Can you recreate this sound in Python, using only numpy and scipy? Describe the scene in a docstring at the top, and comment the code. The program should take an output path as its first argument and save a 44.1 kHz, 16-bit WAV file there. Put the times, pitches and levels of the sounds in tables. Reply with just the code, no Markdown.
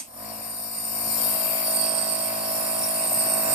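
"""A nebulizer starting up

On the floor of a small room a switch snaps and a piston compressor spins up to a steady buzz, whose tone
changes as the finger leaves the case. Air builds up in the hose and the jet hisses and sputters through
the resonances of the cup and mask, which a hand lifts and turns close to the microphone."""
import sys
import numpy as np
from scipy import signal
from scipy.fft import rfft, irfft, next_fast_len
from scipy.io import wavfile
from scipy.ndimage import uniform_filter1d, map_coordinates

SR = 44100
rng = np.random.default_rng(int(sys.argv[2]) if len(sys.argv) > 2 else 0)


def unload_audio(sound):
    """Save the sound as a 16-bit wav file, at the path given as the first command line argument."""
    columns = np.transpose(np.atleast_2d(sound))
    # keep every value between -1 and 1, then stretch to whole-number steps
    steps = np.round(np.clip(columns, -1, 1) * 32767)
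    wavfile.write(sys.argv[1], SR, steps.astype(np.int16))


N = 156114
TIME_S = np.arange(N) / SR


def amp(db):
    """Amplitude ratio of a level in decibels."""
    return 10 ** (np.asarray(db) / 20)


def along(points, hz):
    """Interpolation on a logarithmic frequency axis."""
    knots_hz, values = np.transpose(points)
    return np.interp(np.log(hz + 1), np.log(knots_hz + 1), values)


def colour(points):
    """Spectral envelope: gain as a function of frequency."""
    return lambda hz: amp(along(points, hz))


def curves(rows):
    """Linear interpolation in time of each column after the first."""
    times, *columns = np.transpose(rows)
    return [np.interp(TIME_S, times, column) for column in columns]


def crossfade(middle_s, length_s):
    """Linear transition from 0 to 1."""
    return np.clip((TIME_S - middle_s) / length_s + .5, 0, 1)


def wobble(knots_per_s):
    """Smooth random modulation."""
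    return map_coordinates(rng.standard_normal(N // 16), [TIME_S * knots_per_s], mode="wrap")


def panned(pan_db):
    """Constant-power panning; pan_db is the left level minus the right."""
    gains = amp(np.array([pan_db, -pan_db]) / 2)
    return gains / np.sqrt(np.mean(gains ** 2, axis=0))


# Likeness of left and right: frequency_hz, coherence
COHERENCE = [(50, 0.35), (600, 1), (1200, 0.18), (2200, 0.074), (4600, 0.34), (14000, 0.76)]
def noise(gain, lead_rad=0):
    """Partially coherent stereo noise, slightly patchy, of unit mid rms; the left leads by lead_rad."""
    cells = signal.stft(rng.standard_normal((2, N)), nperseg=512)[2]
    patches = uniform_filter1d(rng.standard_normal(cells.shape[1:]), size=6, axis=0)
    patches = uniform_filter1d(patches, size=14, axis=1)
    patches_db = 2.39 * patches / np.sqrt(np.mean(patches ** 2))
    white = signal.istft(cells * amp(patches_db), nperseg=512)[1][:, :N]
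    size = next_fast_len(N)
    hz = np.fft.rfftfreq(size, 1 / SR)
    spread = np.arccos(along(COHERENCE, hz)) / 2
    mid, side = rfft(white, size) * gain(hz) * np.array([np.cos(spread), np.sin(spread)])
    phase_shift = np.exp(.5j * lead_rad * np.array([[1], [-1]]))
    pair = irfft(np.array([mid + side, mid - side]) * phase_shift, size)[:, :N]
    return pair / pair.mean(0).std()


def resonance(strength, centres, half_width_hz, lead_rad=0):
    """Noise-driven resonance: a Lorentzian band whose level, pan and centre move."""
    level_db, pan_db = curves(strength)
    centre_hz, = curves(centres)
    mean_hz = centre_hz.mean()
    band = noise(lambda hz: 1 / (1 + ((hz - mean_hz) / half_width_hz) ** 2), lead_rad)
    analytic = signal.hilbert(band, next_fast_len(N))[:, :N]
    drift = np.exp(2j * np.pi * np.cumsum(centre_hz - mean_hz) / SR)
    return amp(level_db) * panned(pan_db) * np.real(analytic * drift)


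# Spectrum of the quiet room: frequency_hz, density_db
ROOM_SPECTRUM = [(30, -2), (200, 16), (1000, -17), (14000, -48)]
def room_tone():
    """Ambient noise: a steady floor with most of its power at low frequencies."""
    return amp(-62) * noise(colour(ROOM_SPECTRUM))


# Bumps of the hands on hose and cup: peak_s, level_db
BUMPS = [(1.79, -57), (1.87, -58), (2.05, -65), (2.33, -62), (2.48, -59.5), (3.51, -58)]
# Their spectrum: frequency_hz, density_db
BUMP_SPECTRUM = [(20, -8), (45, -1), (90, 9), (200, -26), (800, -60)]
def handling(half_width_s=0.028):
    """Soft impacts: the slow contact of a shifting grip excites mainly low frequencies."""
    envelope = sum(amp(db) * np.exp(-((TIME_S - peak_s) / half_width_s) ** 2) for peak_s, db in BUMPS)
    return envelope * noise(colour(BUMP_SPECTRUM))


# Snap of the rocker switch: frequency_hz, density_db
SWITCH_SPECTRUM = [(60, -50), (260, 7), (420, -30), (650, 3.5), (1400, -14), (2200, 0), (5000, -4),
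                   (7300, 2), (8500, 10), (10500, -4), (14500, -12)]
def switch(t60_s=0.21):
    """Reverberant decay: the snap dies away exponentially in the room."""
    envelope = amp(-33 - 60 * TIME_S / t60_s)
    return envelope * noise(colour(SWITCH_SPECTRUM), lead_rad=1.0) * panned(-2.0)[:, None]


# Strength of the case's groan: time_s, level_db, pan_db
GROAN = [(.03, -73, 3), (.08, -57, 4), (.13, -41.5, 0), (.17, -58, 2), (.23, -42, 7), (.3, -65, 11),
         (.4, -90, 0)]
# Its pitch: time_s, centre_hz
GROAN_CENTRE = [(.08, 590), (0.158, 622), (0.209, 519.5)]
def case_groan():
    """Structural resonance: the case groans under the starting torque."""
    return resonance(GROAN, GROAN_CENTRE, half_width_hz=18)


# Shaft speed as the motor spins up: time_s, speed_hz
SHAFT_SPEED = [(0, 14), (.08, 30), (.15, 43), (.2, 51), (.26, 54), (.32, 54.27), (1, 54.2), (1.28, 54.27),
               (3.54, 54.28)]
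def shaft():
    """Rotation: speed in Hz and its integral, the angle in radians; one turn is one piston stroke."""
    speed_hz, = curves(SHAFT_SPEED)
    return speed_hz, 2 * np.pi * np.cumsum(speed_hz) / SR


# Response of the case under the finger: multiple_of_running_speed, gain_db
CASE_PRESSED = [(1, -7), (2, -4), (3, -21), (4, 4), (5, -1), (6, -7), (7, -14), (8, -30), (9, -0.5),
                (10, -5.5), (11, 1.5), (12, 1), (13, 6.5), (14, -2.5), (15, -34), (16, -7), (17, -11),
                (18, -1.5), (19, 1.5), (20, -2.5), (21, -7), (22, -7), (23, -7.5), (24, -19), (25, -16),
                (26, -25), (27, -11), (28, -9.5), (29, -34), (30, -11.5), (35, -14.5), (36, -33)]
# Response of the free case: multiple_of_running_speed, gain_db
CASE_FREE = [(1, -45), (2, -16.5), (3, -19.5), (4, -7.5), (5, -11.5), (6, -14.5), (7, -17.5), (8, -26.5),
             (9, -12.5), (10, -10.5), (11, -1.5), (12, 3.5), (13, -9.5), (14, -7.5), (15, -20.5),
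             (16, -8.5), (17, -14.5), (18, -9.5), (19, -12), (20, -8.5), (21, -14), (22, -13.5),
             (23, -14.5), (24, -21.5), (25, -21.5), (26, -23), (27, -18.5), (28, -13.5), (29, -23),
             (30, -36), (31, -21.5), (32, -31), (33, -14.5), (34, -22.5), (35, -21.5), (36, -17.5),
             (37, -40), (38, -24.5), (39, -25.5), (40, -26.5), (41, -24), (42, -25.5), (43, -38), (45, -38),
             (46, -27), (47, -22.5), (48, -40), (49, -19), (50, -18.5), (51, -20), (52, -28)]
def case_buzz(speed_hz, angle, released, running_hz=54.27, chug_order=11.5):
    """Forced vibration: shaft harmonics sweep up through the case's resonances, held near unit rms."""
    buzz = np.zeros((2, N))
    for order, (smear, skew) in enumerate(rng.standard_normal((len(CASE_FREE), 2)), 1):
        multiple = order * speed_hz / running_hz
        pressed_db = np.interp(multiple, *np.transpose(CASE_PRESSED), right=-26)
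        free_db = np.interp(multiple, *np.transpose(CASE_FREE))
        gain = amp(pressed_db + released * (free_db - pressed_db))
        # Orders near the main resonance stay in step and chug; the room smears the others' phases.
        distance = abs(order - chug_order)
        smear_rad = .3 * smear * max(distance - 2, 0)
        dispersion_rad = .13 * distance ** 2
        stereo_rad = np.array([[.5], [-.5]]) * min(0.11 * order, 1.5) * (.5 * skew - 1)
        buzz += gain * np.cos(order * angle + smear_rad - dispersion_rad + stereo_rad)
    power = uniform_filter1d(np.mean(buzz ** 2, axis=0), size=SR // 9)
    return buzz / np.sqrt(np.abs(power) + 1e-9)


# Loudness of the compressor: time_s, relative_level_db
COMPRESSOR_LEVEL = [(.03, -60), (.12, -50.5), (.23, -41), (.45, -44), (.75, -44.5), (.95, -39.5),
                    (1.3, -35), (1.55, -34.5), (1.85, -32), (2.1, -34), (3, -32.5), (3.3, -31),
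                    (3.54, -28.5)]
# Air churning in the pump: frequency_hz, density_db
CHURN_SPECTRUM = [(25, -53), (55, -32), (90, -11), (180, -10), (300, -8.5), (410, -16), (520, -7),
                  (650, 0.5), (800, -6), (1100, -8), (1500, -13.5), (2000, -15), (3200, -21), (8000, -39)]
def compressor(speed_hz, angle):
    """Periodic excitation: every piston stroke thumps the case and churns the air in the pump."""
    level_db, = curves(COMPRESSOR_LEVEL)
    released = crossfade(middle_s=1.25, length_s=0.35)
    churn_db = -8 - 2.5 * released  # stronger until the finger leaves the case
    churn = amp(churn_db) * noise(colour(CHURN_SPECTRUM)) * (1 + 0.55 * np.cos(angle))
    scatter_db = .45 * wobble(50)
    buzz = amp(0.57) * case_buzz(speed_hz, angle, released)
    return amp(level_db + scatter_db) * (buzz + churn)


# The jet's hiss in three bands: time_s, relative_level_db, pan_db
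HISS_LOW = [(0.06, -64, -2.0), (0.11, -71, -19), (0.29, -51.5, 1), (0.67, -53.5, 2.5), (1.27, -41.5, -0.5),
            (2.07, -45.5, -1.5), (2.92, -44.5, -9), (3.51, -41, -1)]
HISS_MID = [(0.06, -65.5, 4.5), (0.29, -49, 11), (.7, -50, 9.9), (1.13, -44.5, 10), (1.23, -39, 15),
            (1.49, -45, 8.8), (2.1, -42.5, 2.6), (3.46, -44, 5.8)]
HISS_TOP = [(0.06, -69, -3), (0.08, -58, 5.0), (0.19, -44, 5), (0.5, -38, 6.5), (0.82, -36.5, 6.5),
            (1.12, -31, 6.5), (1.29, -30, 8), (1.34, -30.5, 4), (1.54, -32.5, 6), (1.77, -30.5, 4),
            (1.86, -35, 1), (2.09, -34.5, 2), (2.3, -34.5, 2.5), (2.6, -32.5, 1), (3.02, -31.5, 5.5),
            (3.52, -29, -3.5)]
# Spectra of those bands: frequency_hz, density_db
LOW_SPECTRUM = [(200, -16.5), (900, -0.5), (1300, 1), (1800, -3), (2300, 8), (2850, 5), (3100, -13),
                (3400, -38), (3800, 5.5), (4500, -57)]
MID_SPECTRUM = [(3000, -100), (3600, -10.5), (4200, -6), (4620, 2), (5000, 0.5), (5550, 2.5), (5850, -7.5),
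                (6200, -60), (7000, -52)]
TOP_SPECTRUM = [(5800, -91), (6500, -22), (7100, -2), (7700, -7.5), (8400, 1.5), (9000, -1), (10300, -2.5),
                (11200, -5), (12100, 4.5), (13200, 3), (14400, 4), (16000, -5)]
JET_LEAD_RAD = 1.78
def jet_hiss():
    """Turbulence: broadband noise from the jet grows as air builds up in the hose."""
    hiss = np.zeros((2, N))
    for strength, spectrum, gain_db, lead_rad in ((HISS_LOW, LOW_SPECTRUM, -3, 0),
                                                  (HISS_MID, MID_SPECTRUM, 1, -JET_LEAD_RAD),
                                                  (HISS_TOP, TOP_SPECTRUM, 1, JET_LEAD_RAD)):
        level_db, pan_db = curves(strength)
        hiss += amp(level_db + gain_db) * panned(pan_db) * noise(colour(spectrum), lead_rad)
    return hiss


# Strength of the vent's resonance: time_s, level_db, pan_db
VENT = [(.7, -56, 7), (1.05, -35, 18), (1.3, -31, 9), (1.6, -34, 19), (1.85, -44, 8), (2.1, -70, 0)]
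# Its pitch: time_s, centre_hz
VENT_CENTRE = [(1, 12200), (1.302, 12480), (1.5, 12740), (1.7, 14100)]
def vent():
    """Flow-excited resonance: a broad, high band swells, rises in pitch and fades."""
    return resonance(VENT, VENT_CENTRE, half_width_hz=490, lead_rad=JET_LEAD_RAD)


# Strength of the mask's main resonance: time_s, relative_level_db, pan_db
MASK = [(0.06, -69, 5.5), (0.3, -54.5, 7), (0.93, -44.5, 14), (1.16, -41, 15), (1.64, -37.5, 3),
        (1.76, -30.5, 2.5), (2.67, -49.5, 1), (2.88, -46.5, -2), (3.54, -40, 4)]
# Its pitch: time_s, centre_hz
MASK_CENTRE = [(0.199, 4640), (1.7, 4620), (3.5, 4555)]
# Lesser resonances: centre_hz, half_width_hz, rows of (time_s, level_db, pan_db)
MASK_MODES = [ (3227, 107, [(.9, -99, 10), (1.2, -55, 11), (1.8, -56, 15), (2.9, -60, 18), (3.2, -86, 12)]),
              (5567, 99, [(.3, -64, 16), (1.1, -48, 13), (1.32, -49, 12), (1.5, -59, 9), (2.74, -58, 10),
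              (2.83, -35, 9), (2.93, -55, 18), (3.54, -40.5, 20)]), (10140, 386, [(.4, -59, -5),
              (1.2, -40, -6), (1.5, -38.5, -17), (1.72, -33.5, -14), (1.9, -41.5, -27), (2.35, -41, -22),
              (2.9, -34, -13), (3.54, -49, -7)])]
def mask():
    """Cavity modes: as the mask is turned, the main one drifts and the lesser ones come and go."""
    main = amp(-4) * resonance(MASK, MASK_CENTRE, half_width_hz=127, lead_rad=-JET_LEAD_RAD)
    lesser = sum(resonance(strength, [(0, hz)], half_width) for hz, half_width, strength in MASK_MODES)
    return main + lesser


# Strength of the cup's strongest resonance: time_s, relative_level_db, pan_db
CUP = [(0.06, -56, -12), (0.15, -47, -7), (0.35, -42, -6), (0.44, -35, -4), (0.76, -37.5, -9),
       (0.87, -31.5, -5), (1.3, -31, -7), (1.64, -35, -14), (1.77, -23, -19), (2.23, -27, -16),
       (2.36, -34, -15), (2.64, -32.5, -27), (2.7, -27, -20.5), (2.82, -26.5, -26), (2.93, -30.5, -14),
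       (3.06, -26, -6), (3.29, -24.5, -6), (3.39, -28, -7.0), (3.53, -23.5, -10.5)]
# Its pitch: time_s, centre_hz
CUP_CENTRE = [(.2, 8806), (.6, 8775), (1, 8745), (1.33, 8715), (1.5, 8620), (1.9, 8647), (2.3, 8695),
              (3, 8590), (3.54, 8576)]
def cup():
    """Cavity resonance: the cup's ring drifts as it is tilted and broadens as it comes close."""
    near = crossfade(middle_s=1.45, length_s=0.99)
    narrow = resonance(CUP, CUP_CENTRE, half_width_hz=93, lead_rad=0.68)
    broad = resonance(CUP, CUP_CENTRE, half_width_hz=204, lead_rad=0.68)
    return amp(-3) * (np.sqrt(1 - near) * narrow + np.sqrt(near) * broad)


def jet(angle, sputter_limit=1.6):
    """Atomization: the jet tears liquid into mist, sputtering at random and fluttering with each stroke."""
    sputter = sputter_limit * np.tanh(wobble(89) / sputter_limit)
    flutter_db = -.6 * np.cos(angle)
    hiss = amp(flutter_db - 0.3 * sputter) * (vent() + jet_hiss())
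    ringing = amp(flutter_db + 1.4 * sputter) * (cup() + mask())
    return hiss + ringing


def scene():
    """Superposition: room tone, hands, switch, and the compressor and jet that share one shaft's rhythm."""
    speed_hz, angle = shaft()
    return room_tone() + handling() + switch() + compressor(speed_hz, angle) + jet(angle)


def record(dry, cutoff_hz=14580):
    """Band limiting: an ideal low-pass filter removes everything above the cutoff."""
    size = next_fast_len(N + SR // 2)
    passband = np.fft.rfftfreq(size, 1 / SR) < cutoff_hz
    return irfft(rfft(dry, size) * passband, size)[..., :N]


dry = scene()
out = record(dry)
unload_audio(out)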